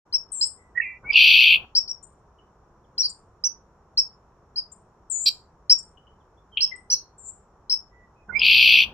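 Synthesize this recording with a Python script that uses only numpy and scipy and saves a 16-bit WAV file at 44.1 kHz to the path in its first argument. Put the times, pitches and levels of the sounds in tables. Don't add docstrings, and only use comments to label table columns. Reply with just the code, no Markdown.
import sys
import numpy as np
from scipy import signal
from scipy.fft import rfft, irfft, next_fast_len
from scipy.io import wavfile
from scipy.ndimage import uniform_filter1d, minimum_filter1d

SR = 44100
rng = np.random.default_rng(int(sys.argv[2]) if len(sys.argv) > 2 else 0)


def output_pcm(signal):
    pcm = np.clip(np.atleast_2d(signal).T, -1, 1) * 32767
    wavfile.write(sys.argv[1], SR, np.round(pcm).astype(np.int16))


N = 393813
TIME = np.arange(N) / SR

# start_s, length_s, low_voice_db, high_voice_db, crest_after_s, low_hz,
# low_swing_hz, high_hz, high_swing_hz, high_lag_pulses, throat_tuning_ratio, pan_db
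TRILLS = [(1.118, 0.46, -12.5, -20, .15, 2750, 428.8, 4333, 460.2, -0.1, 0.99, 2.5),
          (8.3839, 0.4696, -14.5, -20.5, .21, 2722, 473, 4560, 526, -.05, 0.99, 2.5)]
# first_pulse_s, pulses_per_s
TRILL_BEATS = [(1.127, 60.05), (8.3874, 62.05)]
# frequency_hz, gain_db
BLACKBIRD_THROAT = [(1600, -60.5), (1900, -44), (2150, -13.5), (2600, 10), (3000, 2.5), (3500, 4.5),
                    (3900, -6.5), (4600, -0.5), (5000, -10.5), (5350, -22.5), (5780, -4), (6200, -46.5)]
# frequency_hz, gain_db
HIGH_VOICE_ROLLOFF = [(2000, 0.0), (5000, 0.5), (5350, -8), (5750, -6.5), (6300, -12)]
# frequency_hz, gain_db
SIZZLE_SPECTRA = [
    [(10600, -30), (11200, 4.5), (11700, -4), (12250, 7), (12700, -3.5), (13200, 2.5), (14000, -27.5),
     (14600, -9), (15200, -24)],
    [(10700, -34), (11300, 9), (11900, 2), (12250, 4.5), (12900, -4.5), (13500, -5), (14000, -17.5),
     (14800, -17.5)],
]
# frequency_hz, gain_db
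OCTAVE_BAND = [(5300, -25.5), (5650, 5), (5900, -3), (6250, -33)]
# time_s, level_db
OCTAVE_LEVELS = [
    [(1.13, -53.5), (1.2, -39.5), (1.418, -39.5), (1.54, -59), (1.58, -66)],
    [(8.41, -65.5), (8.694, -37), (8.738, -46), (8.822, -35), (8.84, -44.5)],
]
# start_s, length_s, pitch_hz, glide_hz, level_db, swell_db, pan_db
LEAD_NOTES = [(.747, 0.033, 1900, 161, -28.5, 12.5, -10), (.771, 0.021, 1925, -19.5, -16, 1, -9),
              (1.081, 0.025, 2310, -120, -27.5, 3.5, 0), (.798, 0.011, 1879, -49.5, -16.5, 0, -5.5),
              (1.035, 0.03, 1490, -38.5, -44.5, 2, -2), (1.037, 0.079, 2236, 146.5, -26, 19.5, 4),
              (1.0995, 0.015, 2303, 75, -14, 3, -11.5), (1.1, 0.037, 4850, 400.5, -40.5, 10, 2),
              (1.131, 0.0073, 4830, -800, -25, 0, 4.5), (1.155, 0.01, 2790, 248, -4.5, 0, 0),
              (8.288, .033, 1480, -130, -28.5, -6, -11.5), (8.312, 0.088, 2135, 68, -28, 6, -18.5),
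              (8.346, 0.041, 2326, 181.5, -18.5, -0.5, -15.5), (8.355, 0.047, 5000, 122, -41, 11.5, 3.5),
              (8.393, 0.0073, 5020, 1, -18, 2.5, 7), (8.417, 0.0047, 2830, 83, -8.5, 3.5, 3.5)]
# frequency_hz, gain_db
GURGLE_TONE = [(1900, -2), (2750, -4.5), (3000, -35.5)]
# frequency_hz, gain_db
CHECK_THROAT = [(2000, -44), (2450, -15), (3250, -14), (4100, -0.5), (4800, 3.5), (5700, -9.5), (6400, -68),
                (7700, -12), (9800, -54), (12300, -21), (14200, -47)]
# start_s, length_s, top_hz, rise_hz, fall_hz, catch_hz, level_db,
# opening_against_top_db, octave_db, pan_db
CHIRPS = [(0.125, 0.04, 5470, 604, 300, 250, -18, -19.5, -53.5, 5),
          (0.41, 0.039, 5366, 250, 450, 396, -22.5, 1, -36.5, 1.5),
          (1.75, 0.044, 5550, 354.5, 551, 706.5, -17.5, -5, -57, 2.5),
          (1.876, 0.048, 5580, 249, 150.3, 101, -29.5, -10.5, -37.5, 5),
          (2.979, 0.046, 5675, 599, 497, 150, -20.5, -7.5, -40.5, 3),
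          (3.029, 0.039, 4900, -2.5, 250.8, -3.5, -24, -7.5, -26, -1),
          (3.438, 0.041, 6027, 599, 800, 0, -22.5, 1.5, -34, -6.5),
          (3.973, 0.036, 5440, 503.5, 298, 99, -15.5, -6.5, -39.5, -1),
          (4.558, 0.043, 5040, 6, 352, 7, -26.5, -9.5, -36, 2.5),
          (5.696, 0.043, 5562, 255, 349.5, 450, -13, -1, -40.5, 2),
          (6.605, 0.049, 5473, 744.5, 500, 251, -19, -5.5, -41.5, -4.5),
          (6.9, 0.05, 5870, 354, 753, 301.5, -19, -7, -27, -1),
          (7.696, 0.054, 5380, 4.5, 200, 400, -20.5, -5, -32.5, 3.5)]
# frequency_hz, gain_db
CHIRP_THROAT = [(3200, -17), (4200, 2), (6100, -1), (7000, -26), (10000, -1.5), (12300, -2.5)]
# start_s, length_s, held_hz, drop_hz, rise_hz, held_db, opening_accent_db,
# end_accent_db, pan_db
SEETS = [(0.317, .16, 7500, 1260, 612, -34, 10.5, 6.5, 11.5),
         (5.098, 0.15, 6930, 1663, 662, -25.5, 0.5, -2, 11),
         (7.179, .122, 7250, 546, 301, -51, 5.5, 17, 5.5)]
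# frequency_hz, gain_db
SEET_THROAT = [(6400, -27.5), (6950, 0), (8600, 1), (9600, -20.5)]
# start_s, level_db, pan_db
TINKS = [(2.026, -44.5, 16.5), (3.09, -41, 10.5), (4.715, -48, 18), (5.78, -41, 8)]
# start_s, length_s, pitch_hz, glide_hz, level_db, swell_db, pan_db
FAR_NOTES = [(.56, 0.15, 1987, -59, -61.5, -3, -3), (2.385, .012, 2960, -69, -54.5, 2, -1),
             (2.84, 0.017, 3246, -700, -71.5, -0.5, -1), (2.972, 0.018, 3040, -900, -56.5, 2, 3),
             (5.972, 0.0083, 2985, -120, -49.5, -1, 6), (6.068, 0.012, 2984, 39.5, -52.5, -1.5, 3.5),
             (6.2, .025, 3294, -800, -71.5, 3.5, 0), (6.37, 0.028, 3450, 200, -68, 1.5, 3),
             (6.516, 0.063, 3040, -400, -48, 3, -3), (6.712, 0.032, 2020, -91.5, -34, 0.5, 10.5),
             (6.757, 0.01, 8090, -150, -44.5, -1, -5), (6.905, 0.025, 2910, -700, -53, 1.5, 0.5),
             (6.921, 0.01, 4293, -450, -24.5, -2, -4.5), (7.9, 0.18, 1962, -36, -60, 0.5, -3.5),
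             (8.15, .1, 2520, -80.5, -65.5, 0.5, -0.5)]
# frequency_hz, gain_db
RUMBLE_SPECTRUM = [(20, -6), (58, 1.5), (100, -4), (200, -7.5), (270, -13.5), (400, -8.5), (600, -13.5),
                   (1000, -10.5), (1300, -16), (1700, -26), (2100, -34.5), (2600, -43)]
# frequency_hz, side_against_mid_db
RUMBLE_WIDTH = [(60, -32), (180, -18), (350, -16.5), (700, -12), (1500, -7), (4000, -2.5)]
# start_s, length_s, rise_db
RUMBLE_SWELLS = [(1.021, .64, 9), (8.276, .7, 10.5)]
# frequency_hz, gain_db
AIR_HISS = [(1470, -34), (2500, 1), (4640, -6), (6740, -4.5), (10800, -17.5), (13100, -13), (15500, -38)]
# frequency_hz, gain_db
THIN_HISS = [(5100, -20), (5550, 1), (6200, -14.5), (6800, -14.5), (6950, 1.5), (7150, -18.5)]


def trills(attacks_s=(0.059, 0.071), high_entry_s=0.062, beak_opening_s=0.12, effort_span_s=.25):
    out = np.zeros((2, N))
    for row, (first_s, pulses_per_s), attack_s, sizzle_spectrum, octave_levels in zip(
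            TRILLS, TRILL_BEATS, attacks_s, SIZZLE_SPECTRA, OCTAVE_LEVELS):
        (start_s, length_s, low_db, high_db, crest_s,
         low_hz, low_swing_hz, high_hz, high_swing_hz, lag, tuning, pan_db) = row
        t, window = stroke(length_s, attack_s, release_s=.03)
        window = window ** 1.2
        sag = ((t - crest_s) / effort_span_s) ** 2
        pulse = pulses_per_s * (start_s + t - first_s)
        low = syrinx_side(t, pulse, low_hz, low_swing_hz, tuning, limp=0.2,
                          accent=0.51, accent_at=0.053, throb=0.27, rough_hz=104, rasp=0.49)
        high = syrinx_side(t, pulse - lag, high_hz - 251 * sag, high_swing_hz, tuning, limp=0.15,
                           accent=0.36, accent_at=0.88, throb=-0.11, rough_hz=197.9, rasp=0.87)
        octave_db = np.interp(start_s + t, *np.transpose(octave_levels)) - 2
        octave = np.sqrt(window) * from_db(octave_db) * rms_one(colour(low ** 2, OCTAVE_BAND))
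        low *= window * from_db(low_db - 0.93 * sag)
        high *= window * ramp(t / high_entry_s) * from_db(high_db - 8.5 * sag)
        sizzle = from_db(-14) * colour((high + 0.23 * low) * rng.standard_normal(len(t)), sizzle_spectrum)
        add(out, start_s, low + colour(high, HIGH_VOICE_ROLLOFF) + octave, pan_db)
        add(out, start_s, ramp(t / beak_opening_s) * sizzle, pan_db=-21)
    return out


def syrinx_side(t, pulse, centre_hz, swing_hz, tuning, limp, accent, accent_at, throb, rough_hz, rasp):
    angle = 2 * np.pi * (pulse + .02 * waver(t, 40))
    swing = swing_hz * (1 + .15 * waver(t, 50))
    hz = centre_hz - swing * (np.cos(2 * angle) + limp * np.cos(angle))
    hz += rough_hz * waver(t, 500) + 55.1 * waver(t, 30)
    beat = accent * np.cos(angle - 2 * np.pi * accent_at) + throb * np.cos(2 * angle + 0.8)
    rattle = .4 * np.cos(4 * angle + 1.3 * waver(t, 130)) + 0.25 * waver(t, 450)
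    flutter = 1 + rasp * np.cos(turn(850 + 160 * waver(t, 150.7)))
    voice = np.exp(beat + rattle) * flutter * np.sin(turn(hz))
    return rms_one(colour(voice, np.multiply(BLACKBIRD_THROAT, [tuning, 1])))


def notes(rows, rough_hz, rough_rate_hz, octave_db, taper):
    out = np.zeros((2, N))
    for start_s, length_s, pitch_hz, glide_hz, level_db, swell_db, pan_db in rows:
        progress = np.linspace(0, 1, int(length_s * SR))
        hz = pitch_hz + glide_hz * (progress - .5) + rough_hz * waver(progress, rough_rate_hz)
        level = from_db(level_db + swell_db * progress - max(swell_db, 0))
        window = signal.windows.tukey(len(progress), taper)
        add(out, start_s, window * level * tone(hz, octave_db), pan_db)
    return out


def gurgle(start_s=.806, length_s=0.19, end_hz=2365, slide_hz=300, slide_s=.038, fade_db=27):
    out = np.zeros((2, N))
    t, window = stroke(length_s, attack_s=.018, release_s=.02)
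    hz = end_hz + slide_hz * np.exp(-(t / slide_s) ** 2) + 55 * waver(t, 200)
    beat_hz = 345 + 25 * waver(t, 74)
    lines = sum(from_db(db) * np.sin(turn(hz + k * beat_hz)) for k, db in ((-1, -2), (0, 0), (1, -16)))
    level = window * from_db(-25 - fade_db * (t / length_s) ** 1.6)
    add(out, start_s, colour(level * lines, GURGLE_TONE), pan_db=-3)
    return out


def check(start_s=5.257, pitch_hz=797.6, lift_hz=100, lift_at_s=0.0152, lift_width_s=.005, breath_db=-9):
    out = np.zeros((2, N))
    t, window = stroke(length_s=0.038, attack_s=0.007, release_s=.006)
    lift = np.exp(-((t - lift_at_s) / lift_width_s) ** 2)
    phase = turn(pitch_hz + lift_hz * lift + 14 * waver(t, 400))
    stack = rms_one(sum(np.sin(k * phase) for k in range(2, 18)))
    breath = from_db(breath_db) * rng.standard_normal(len(t))
    voice = (1 - .5 * lift) * rms_one(colour(stack + breath, CHECK_THROAT))
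    whistle = from_db(-2) * lift * np.sqrt(2) * np.sin(5 * phase)
    add(out, start_s, window * from_db(-15.5) * (voice + whistle), pan_db=-1)
    return out


def chuck(start_s=6.571, pulses_per_s=52):
    out = np.zeros((2, N))
    t, window = stroke(length_s=0.015, attack_s=0.002, release_s=0.0057)
    voice = syrinx_side(t, pulses_per_s * (t - .009), centre_hz=2950, swing_hz=450, tuning=0.938,
                        limp=0.069, accent=.1, accent_at=0, throb=0, rough_hz=99, rasp=0.29)
    add(out, start_s, window * from_db(-20) * voice, pan_db=4.5)
    return out


def chirps(crest_share=.58, flick_hz=1090, flick_s=0.0043, catch_s=.0125, catch_width_s=.0035):
    out = np.zeros((2, N))
    for row in CHIRPS:
        start_s, length_s, top_hz, rise_hz, fall_hz, catch_hz, top_db, opening_db, octave_db, pan_db = row
        t, window = stroke(length_s, attack_s=0.0027, release_s=0.0061)
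        before = ramp(1 - t / length_s / crest_share)
        after = ramp((t / length_s - crest_share) / (1 - crest_share))
        catch = np.exp(-((t - catch_s) / catch_width_s) ** 2)
        arch_hz = top_hz - rise_hz * before ** 2 - fall_hz * after ** 2
        hz = arch_hz - flick_hz * np.exp(-t / flick_s) - catch_hz * catch
        rough_hz = 70 * from_db(.7 * (octave_db + 39))
        level = window * from_db(top_db + opening_db * before - 2 * catch)
        add(out, start_s, level * tone(hz + rough_hz * waver(t, 220), octave_db), pan_db)
    return colour(out, CHIRP_THROAT)


def seets(buzz_hz=125, buzz_from_share=0.49, upper_ratio=1.12, drop_s=0.013, accent_s=.028):
    out = np.zeros((2, N))
    for start_s, length_s, held_hz, drop_hz, rise_hz, held_db, opening_db, end_db, pan_db in SEETS:
        t, window = stroke(length_s, attack_s=0.0043, release_s=0.0027)
        ending = ramp((t / length_s - buzz_from_share) / (1 - buzz_from_share))
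        depth_hz = 120 + 280 * ending
        buzz = np.sin(turn(buzz_hz * (1 + 0.074 * waver(t, 46)))) + .5 * waver(t, 450)
        hz = held_hz + drop_hz * np.exp(-t / drop_s) + rise_hz * ending ** 2 + depth_hz * buzz
        upper = from_db(-7 - 6 * ending) * np.sin(turn(upper_ratio * hz + depth_hz * waver(t, 300)))
        level = window * from_db(held_db + opening_db * np.exp(-t / accent_s) + end_db * np.sqrt(ending))
        add(out, start_s, level * rms_one(np.sin(turn(hz)) + upper), pan_db)
    return colour(out, SEET_THROAT)


def tinks(pitches_hz=(7220, 8200), length_s=0.017, rise_hz=300):
    rows = [(start_s, length_s, hz, rise_hz, level_db + 2.5, 0, pan_db)
            for start_s, level_db, pan_db in TINKS for hz in pitches_hz]
    return notes(rows, rough_hz=60, rough_rate_hz=75, octave_db=-57, taper=0.55)


def among_trees(x, leaves_db, leaves_t60_s, trees_db, trees_t60_s):
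    t = TIME[:SR // 2]
    echoes = 0
    for db, t60_s, start_s in ((leaves_db, leaves_t60_s, .001), (trees_db, trees_t60_s, .015)):
        spray = rng.standard_normal((2, len(t))) * from_db(-60 * t / t60_s) * (t > start_s)
        echoes += from_db(db) * rms_one(spray) / np.sqrt(len(t))
    return x + signal.fftconvolve(x, echoes, axes=1)[:, :N]


def off_axis(x, lag_s=0.00013):
    return np.array([x[0], np.interp(TIME - lag_s, TIME, x[1])])


def background(start_s=0.051, rumble_db=-57.5, air_db=-84, thin_db=-86):
    mid, side = rng.standard_normal((2, N))
    noise = mid + colour(side, RUMBLE_WIDTH) * [[1], [-1]]
    swell_db = sum(rise_db * ramp(np.minimum(TIME - from_s, from_s + length_s - TIME) / 0.014)
                   for from_s, length_s, rise_db in RUMBLE_SWELLS)
    rumble = from_db(rumble_db + swell_db) * rms_one(colour(noise, RUMBLE_SPECTRUM))
    white = rng.standard_normal((2, N))
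    air = from_db(air_db) * rms_one(colour(white, AIR_HISS))
    thin = from_db(thin_db) * rms_one(colour(white, THIN_HISS))
    return ramp((TIME - start_s) / 0.013) * (rumble + air + thin)


def drone(start_s=8.28, start_hz=204, rise_hz_per_s=37, level_db=-55):
    out = np.zeros((2, N))
    t, window = stroke(N / SR - start_s, attack_s=.005, release_s=0.0045)
    hz = start_hz + rise_hz_per_s * t + 7 * waver(t, 58)
    add(out, start_s, window * from_db(level_db) * tone(hz, octave_db=-18), pan_db=0)
    return out


def from_db(db):
    return 10 ** (np.asarray(db) / 20)


def rms_one(x):
    return x / np.sqrt(np.mean(x ** 2) + 1e-20)


def ramp(x):
    return np.clip(x, 0, 1)


def colour(x, spectrum):
    hz, db = np.transpose(spectrum)
    size = next_fast_len(x.shape[-1] + 2048)
    log_hz = np.log(np.fft.rfftfreq(size, 1 / SR) + 1)
    outside = np.abs(log_hz - np.clip(log_hz, np.log(hz[0]), np.log(hz[-1])))
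    gain = from_db(np.interp(log_hz, np.log(hz), db) - 100 * outside)
    return irfft(rfft(x, size) * gain, size)[..., :x.shape[-1]]


def waver(t, rate_hz):
    pole = np.exp(-2 * np.pi * rate_hz / SR)
    drift = signal.lfilter([1], [1, -2 * pole, pole * pole], rng.standard_normal(len(t) + 2000))
    return rms_one(drift[2000:])


def turn(hz):
    return 2 * np.pi * np.cumsum(hz) / SR


def tone(hz, octave_db):
    return np.sqrt(2) * (np.sin(turn(hz)) + from_db(octave_db) * np.sin(2 * turn(hz)))


def stroke(length_s, attack_s, release_s):
    t = np.arange(int(length_s * SR)) / SR
    return t, ramp(np.minimum(t / attack_s, (t[-1] - t) / release_s))


def add(out, start_s, sound, pan_db):
    i = round(start_s * SR)
    out[:, i:i + len(sound)] += rms_one(from_db([[pan_db / 2], [-pan_db / 2]])) * sound[:N - i]


def scene():
    blackbird = trills() + gurgle() + check()
    blackbird += notes(LEAD_NOTES, rough_hz=25, rough_rate_hz=340, octave_db=-65, taper=0.85)
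    far_birds = seets() + tinks()
    far_birds += notes(FAR_NOTES, rough_hz=27, rough_rate_hz=260, octave_db=-64.5, taper=0.44)
    in_the_open = among_trees(blackbird, leaves_db=-8.5, leaves_t60_s=.08, trees_db=-19, trees_t60_s=.23)
    in_the_leaves = among_trees(off_axis(chirps()),
                                leaves_db=-7, leaves_t60_s=.11, trees_db=-13.5, trees_t60_s=.2)
    low_call = among_trees(chuck(), leaves_db=-5.5, leaves_t60_s=.081, trees_db=-10, trees_t60_s=.23)
    far_off = among_trees(far_birds, leaves_db=1, leaves_t60_s=.066, trees_db=-5, trees_t60_s=.28)
    birds = from_db(0.03) * in_the_open + low_call + from_db(2.5) * in_the_leaves + from_db(-6) * far_off
    return birds + background() + drone()


def record(dry, ceiling=0.84, limiter_samples=181, cutoff_hz=16200):
    allowed_gain = np.minimum(1, ceiling / (np.abs(dry).max(axis=0) + 1e-9))
    gain = uniform_filter1d(minimum_filter1d(allowed_gain, limiter_samples), limiter_samples)
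    return signal.sosfilt(signal.cheby2(14, 70, cutoff_hz, fs=SR, output="sos"), dry * gain)


dry = scene()
out = record(dry)
output_pcm(out)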